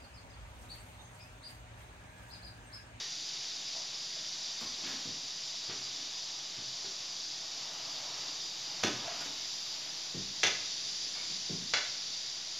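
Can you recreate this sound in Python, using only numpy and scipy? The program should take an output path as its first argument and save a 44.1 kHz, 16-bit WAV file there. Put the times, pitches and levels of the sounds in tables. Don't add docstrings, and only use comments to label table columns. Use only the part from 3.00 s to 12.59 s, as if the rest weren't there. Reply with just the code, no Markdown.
import sys
import numpy as np
from scipy import signal
from scipy.fft import rfft, irfft, next_fast_len
from scipy.io import wavfile
from scipy.ndimage import uniform_filter1d

SR = 44100
rng = np.random.default_rng(int(sys.argv[2]) if len(sys.argv) > 2 else 0)


def linear_from_db(decibels):
    return 10 ** (np.asarray(decibels, float) / 20)


def store_pcm(level_fs):
    pcm = np.round(np.clip(level_fs, -1, 1) * 32767).astype(np.int16)
    wavfile.write(sys.argv[1], SR, np.atleast_2d(pcm).T)


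N = 422919

# delay in seconds, level in dB.
ECHOES = [(.008, -9.5), (0.015, -14), (.022, -12), (.032, -5.5), (.043, -9.5)]
# pitch in Hz, time in seconds.
ROOM_FADE = [(100, 0.78), (300, 0.43), (700, 0.6), (2000, 0.58), (5000, 0.65), (12000, 0.36)]
ROOM_DB = -1
# pitch in Hz, level in dB.
MICROPHONE = [(30, -27), (60, -9.5), (110, -2.5), (7250, 0.5), (7600, -11), (8100, -32), (8600, -28),
              (11000, -29.5), (15750, -28.5), (15900, -60)]
# pitch in Hz, level in dB per Hz.
CHANNEL_HISS = [(40, -8), (150, -4.5), (600, -4), (1500, -5.5), (2300, -5), (3200, -31), (9000, -33),
                (11000, -15), (13000, -20), (15500, -18)]
CHANNEL_HISS_DB = -74.5
ZERO_OFFSET = -0.00076

# start in seconds, level in dB, ring in Hz, ring level in dB, rub in seconds.
KNOCKS = [(.749, -45.5, 670, 12, 0.018), (1.159, -50, 632, 10, 0.01), (2.69, -38.5, 439, -4, 0.028),
          (3.842, -49, 382, -5, 0.017), (5.67, -47.5, 855, 2, .025), (6.075, -35.5, 705, 10, 0.0048),
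          (8.149, -40, 2200, -5, 0.061)]
# start in seconds, level in dB, ring in Hz, treble level in dB, rub in seconds.
SCUFFS = [(0, -36.5, 1790, 5.5, 0.015), (1.604, -30, 1080, 13, 0.017), (1.86, -30.5, 1700, 7.5, 0.06),
          (6.206, -30.5, 1460, 13, .011), (6.25, -41, 900, 8, 0.0075)]
KNOCK_TREBLE_DB, SCUFF_RING_DB, RING_WIDTH_HZ = -18, -10, 58

# start in seconds, level in dB, body in Hz, floor boom in dB, click in dB.
THUMPS = [(1.614, -48.5, 239, -7, -11), (1.837, -46.5, 250.4, -25, 1.5), (1.93, -53, 240, -35, -5),
          (2.055, -48, 150, -23, -14), (2.058, -52, 256, -35, -20), (2.684, -49, 131.4, -35, -11),
          (2.988, -59, 267, -28, -12), (3.572, -50.5, 127, -12, -5), (3.843, -55.5, 385, -34, -13),
          (7.142, -40, 172, -9, -19), (8.297, -51, 179, -35, -1), (8.496, -39, 178, -27, -36)]
# start in seconds, level, body in Hz, floor boom in dB, click in dB.
JOLTS = [(5.843, -34, 284, -32, -22), (6.259, -51.5, 288, -11, -1), (7.446, -38, 430, -32, 2)]
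THUMP_PUSH_S, JOLT_PUSH_S = 0.03, 0.0049

# start in seconds, level in dB, ring level in dB, rebound in seconds, rebound level in dB.
CLANGS = [
    (5.8325, -19.5, -13.5, 0.0041, 11),
    (7.4327, -16.5, -9, 0.0038, 2.5),
    (8.7368, -20.5, -8.5, .003, -2),
]
# pitch in Hz, level in dB per Hz.
CLANG_COLOURS = [
    [(180, -14), (300, -22), (543, -10), (835, -11), (922, -16), (1140, -11), (2210, -14.5), (3340, -16.5),
     (6150, -18), (8140, -42.5), (15500, -49)],
    [(180, -30), (300, -6.5), (863, -6), (1070, -30), (1840, -0.5), (3020, -4), (3400, -6), (5660, -12),
     (6150, -4), (8010, -33), (15500, -48)],
    [(180, -54), (300, -18), (631, -8), (1070, -16), (1440, -3), (2100, -8.5), (2610, -8.5), (4880, -9.5),
     (7020, -16.5), (8140, -42), (15500, -64)],
]
# pitch in Hz, width in Hz, level in dB.
CLANG_TONES = [
    [(1130, 44, -13), (2700, 93, 2), (3400, 110, 5), (4800, 69, -5), (5870, 30, 1), (6450, 85, 3)],
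    [(1350, 42, -4), (1890, 56, -2), (3430, 73, 1), (4520, 98, -8), (5500, 50, -2), (6040, 78, -5)],
    [(2150, 41, 5), (2840, 136, -16), (3360, 35, -7), (4020, 110, 0), (5060, 49, -10), (5460, 54, -9)],
]
RATTLE_S = 0.0032

# time in seconds, level in dB.
GAS = [(0, 1.5), (.7, 0), (1.8, 0), (3.3, -2), (5.499, -1.5), (6.099, 1), (6.6, 0), (7.3, 1), (7.7, 4),
       (8.3, 3.5), (9.05, 0.5), (9.59, 1)]
# middle in seconds, length in seconds, strength in dB.
STROKES = [(.85, .6, 0.5), (1.85, 0.51, 3), (3.8, .4, 0), (4.75, 0.82, 4.5), (5.15, 0.91, 6), (5.7, 0.5, 3),
           (6.05, 0.95, 9.5), (6.85, 0.57, 4), (7.55, 0.34, 2), (8.85, 0.14, 2)]
# middle and length in seconds, strength in dB.
REACHES = [(1.2, .6, 3), (1.9, .7, 4), (5.0, 2.8, 6.5), (6.5, 2.7, 9), (8.2, 1.6, 0)]
# middle and length in seconds, strength in dB.
TILTS = [(6.7, 1.3, 11), (7.9, 0.87, 7.5)]
# middle and length in seconds, strength in dB.
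SHIFTS = [(8.0, 2.4, 11), (9.2, 1.4, 8.5)]
WHISTLE_HZ, WHISTLE_HZ_PER_DB, WHISTLE_DB = 10200, -25, -73
SHRILL_HZ, SHRILL_DB = 11780, -86
SPLIT_HZ, SPLIT_DB = 9800, -94
RUSTLE_DB, RUSTLE_PER_STROKE = -77.5, .2

# pitch in Hz, level in dB per Hz.
FIRE_COLOUR = [(29, -44), (50, -9), (87, -23.5), (128, -8.5), (184, -12), (214, -16.5), (242, -16.5),
               (302, -9.5), (391, -16.5), (631, 0), (1490, -5), (1590, -4.5), (3000, 1), (3900, -30.5),
               (6600, -120)]
# pitch in Hz, level in dB per Hz.
JET_COLOUR = [(2400, -59), (2900, -19.5), (3300, -2), (3620, 4.5), (4050, -2), (4500, 3), (4800, 4.5),
              (5050, 5.5), (5300, -0.5), (5600, 2.5), (5900, 3.5), (6500, -3.5), (7200, -5), (8200, -14.5)]
# pitch in Hz, level in dB.
WALL_RINGS = [(3225, -68), (3666, -63), (3860, -64), (3924, -67), (3951, -66), (4323, -64), (4447, -63),
              (4753, -58), (4850, -58), (4985, -60), (5405, -64), (5459, -62), (5593, -61), (6153, -66)]
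# level in dB, change in dB per dB of gas, change in dB per dB of stroke.
FIRE_LAYERS = [
    (-40.5, 0.14, -0.05),
    (-55.5, 0.2, .45),
    (-60.5, -0.44, 1.0),
    (-61, 0.45, 0.54),
]
HOLLOW_HZ, HOLLOW_WIDTH_HZ, HOLLOW_DB = 4670, 510, -17
NEAR_DB, FAR_DB = -3, -3


def colour(x, points):
    size = next_fast_len(x.shape[-1])
    hz, db = np.transpose(points)
    axis = np.maximum(np.arange(size // 2 + 1) * SR / size, 1)
    gain = linear_from_db(np.interp(np.log(axis), np.log(hz), db))
    return irfft(rfft(x, size) * gain, size)[..., :x.shape[-1]]


def band(x, lo_hz, hi_hz):
    sos = signal.butter(3, [lo_hz, min(hi_hz, .45 * SR)], "band", fs=SR, output="sos")
    return signal.sosfilt(sos, x)


def ring(x, hz, width_hz):
    return signal.lfilter(*signal.iirpeak(hz, hz / max(width_hz, 1), fs=SR), x)


def unit(x):
    return x / np.sqrt(np.mean(x ** 2))


def noise():
    return rng.standard_normal(N)


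def even(answer):
    spectrum = rfft(answer, 2 * SR)
    total = np.cumsum(np.abs(spectrum) ** 2)
    k = np.arange(len(total))
    lo = (k * .92).astype(int)
    hi = np.minimum((k * 1.08).astype(int) + 20, k[-1])
    mean = (total[hi] - total[lo] + 1e-12) / np.maximum(hi - lo, 1)
    return irfft(spectrum / np.sqrt(mean))[:SR]


def burst(length_s):
    t = np.arange(SR // 2) / SR
    contact = rng.standard_normal(len(t)) * np.exp(-t / max(length_s, 1e-4))
    return even(contact)[:len(t)], t


def add(out, s, sound, db):
    i = int(s * SR)
    part = sound[:len(out) - i]
    out[i:i + len(part)] += part * linear_from_db(db) * np.sqrt(SR / 100 / np.sum(sound ** 2))


def walk(rate):
    k = int(SR / rate)
    held = np.repeat(rng.standard_normal(N // k + 1), k)
    return 0.79 * uniform_filter1d(uniform_filter1d(held, k), k)[:N]


def swells(rows):
    t = np.arange(0, N / SR + .02, .01)
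    db = 0
    for middle_s, length_s, strength_db in rows:
        db = db + strength_db * np.cos(np.pi * np.clip((t - middle_s) / length_s, -.5, .5)) ** 2
    return np.interp(np.arange(N) / SR, t, db)


def gas():
    return np.interp(np.arange(N) / SR, *np.transpose(GAS))


def channel_hiss():
    return unit(colour(noise(), CHANNEL_HISS)) * linear_from_db(CHANNEL_HISS_DB)


def room():
    t = np.arange(SR) / SR
    hz, fade_s = np.transpose(ROOM_FADE)
    tail = 0
    for centre in 44 * 2. ** np.arange(9):
        decay = np.exp(-np.log(1000) * t / np.interp(np.log(centre), np.log(hz), fade_s))
        tail = tail + band(rng.standard_normal(SR), centre / 2 ** .5, centre * 2 ** .5) * decay
    tail *= 1 - np.exp(-t / 0.002)
    answer = linear_from_db(ROOM_DB) * tail / np.sqrt(np.sum(tail ** 2))
    answer[0] += 1
    for s, db in ECHOES:
        smear = burst(.003)[0]
        add(answer, s, smear, db - 10 * np.log10(SR / 100))
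    return even(answer)


def taps():
    out = np.zeros(N)
    rows = [(s, db, hz, ring_db, KNOCK_TREBLE_DB, rub_s) for s, db, hz, ring_db, rub_s in KNOCKS]
    rows += [(s, db, hz, SCUFF_RING_DB, treble_db, rub_s) for s, db, hz, treble_db, rub_s in SCUFFS]
    for s, db, hz, ring_db, treble_db, rub_s in sorted(rows):
        rub, t = burst(rub_s)
        rub = rub * (1 - np.exp(-t / 0.0033))
        tone = linear_from_db(ring_db) * unit(ring(rub, hz, RING_WIDTH_HZ))
        scrape = unit(band(rub, 350, 3550))
        scratch = linear_from_db(treble_db) * unit(band(rub, 8500, 14000))
        add(out, s, tone + scrape + scratch, db)
    return out


def thumps():
    out = np.zeros(N)
    for rows, push_s in ((THUMPS, THUMP_PUSH_S), (JOLTS, JOLT_PUSH_S)):
        for s, db, hz, boom_db, click_db in rows:
            push, _ = burst(push_s)
            body = unit(ring(push, hz, 0.18 * hz)) + 0.69 * unit(band(push, 96, 433))
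            boom = linear_from_db(boom_db + 4.5) * unit(band(push, 48, 73))
            click = linear_from_db(click_db) * unit(band(push, 260, 4200))
            add(out, s, body + boom + click, db + 8.5)
    return out


def clangs():
    out = np.zeros(N)
    undo_mic = [(7300, 0), (8100, 31), (12500, 31), (15500, 25)]
    for row, points, tones in zip(CLANGS, CLANG_COLOURS, CLANG_TONES):
        s, db, ring_db, rebound_s, rebound_db = row
        strike = burst(RATTLE_S)[0]
        rebound = np.roll(burst(RATTLE_S)[0], int(rebound_s * SR))
        crack = even(strike + linear_from_db(rebound_db) * rebound)
        rings = sum(linear_from_db(tone_db) * unit(ring(crack, hz, 2 * width)) for hz, width, tone_db in tones)
        lead = np.pad(crack, (SR // 10, 0))
        coloured = colour(colour(lead, points), undo_mic)[SR // 10:]
        add(out, s, unit(coloured) + linear_from_db(ring_db) * unit(rings), db)
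    return out


def nozzle():
    slow = signal.lfilter([1], [1, -.972], rng.standard_normal((2, N)))
    turn = 2 * np.pi * np.cumsum(WHISTLE_HZ + WHISTLE_HZ_PER_DB * gas()) / SR
    breathy = slow[0] * np.cos(turn) + slow[1] * np.sin(turn)
    low = unit(breathy) * linear_from_db(WHISTLE_DB - 4.5 + gas())
    high = unit(ring(noise(), SHRILL_HZ, 230)) * linear_from_db(SHRILL_DB + swells(REACHES))
    split = unit(ring(noise(), SPLIT_HZ, 260)) * linear_from_db(SPLIT_DB + swells(TILTS))
    rustle = unit(band(noise(), 7300, 17000)) * linear_from_db(walk(16))
    rustle = rustle * linear_from_db(RUSTLE_DB - 3.5 + RUSTLE_PER_STROKE * swells(STROKES))
    return linear_from_db(33) * (low + high + split + rustle)


def steam_pops():
    sizes = np.minimum(rng.exponential(size=N), 6)
    return (rng.random(N) < 900 / SR) * linear_from_db(2.5 * sizes) * noise()


def fire(wall_db=None):
    push = noise() + 0.19 * unit(steam_pops())
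    wide = colour(push, FIRE_COLOUR)
    low = colour(wide, [(1300, 0), (1700, -30)])
    lower = colour(wide, [(430, 0), (570, -30)])
    hollow = unit(ring(push, HOLLOW_HZ, HOLLOW_WIDTH_HZ))
    jet = unit(colour(push, JET_COLOUR)) + linear_from_db(HOLLOW_DB + swells(SHIFTS)) * hollow
    if wall_db is not None:
        wall = sum(linear_from_db(db) * ring(push, hz, 18) for hz, db in WALL_RINGS)
        jet = jet + linear_from_db(wall_db) * unit(wall)
    swell = walk(2.4)
    flow, stir = gas(), swells(STROKES)
    out = 0
    for part, (db, per_gas, per_stroke) in zip([jet, wide - low, low - lower, lower], FIRE_LAYERS):
        level = db + per_gas * flow + per_stroke * stir
        out = out + unit(part) * linear_from_db(level + 0.19 * swell + 1.32 * walk(12))
    return out


def scene():
    here = room()
    far = fire() * linear_from_db(FAR_DB)
    near = fire(wall_db=0) * linear_from_db(NEAR_DB) + nozzle()
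    earlier = far[SR // 2:0:-1]
    dry = np.concatenate([earlier, far + thumps() + taps() + clangs()])
    mid = signal.fftconvolve(dry, here)[SR // 2:SR // 2 + N] + near
    side = channel_hiss()
    return np.array([mid + side, mid - side])


def top_cut(x):
    return signal.sosfilt(signal.butter(12, 15730, fs=SR, output="sos"), x)


def record(dry):
    side = (dry[0] - dry[1]) / 2
    mid = colour((dry[0] + dry[1]) / 2, MICROPHONE) + ZERO_OFFSET
    return top_cut(np.array([mid + side, mid - side]))


dry = scene()
out = record(dry)
store_pcm(out)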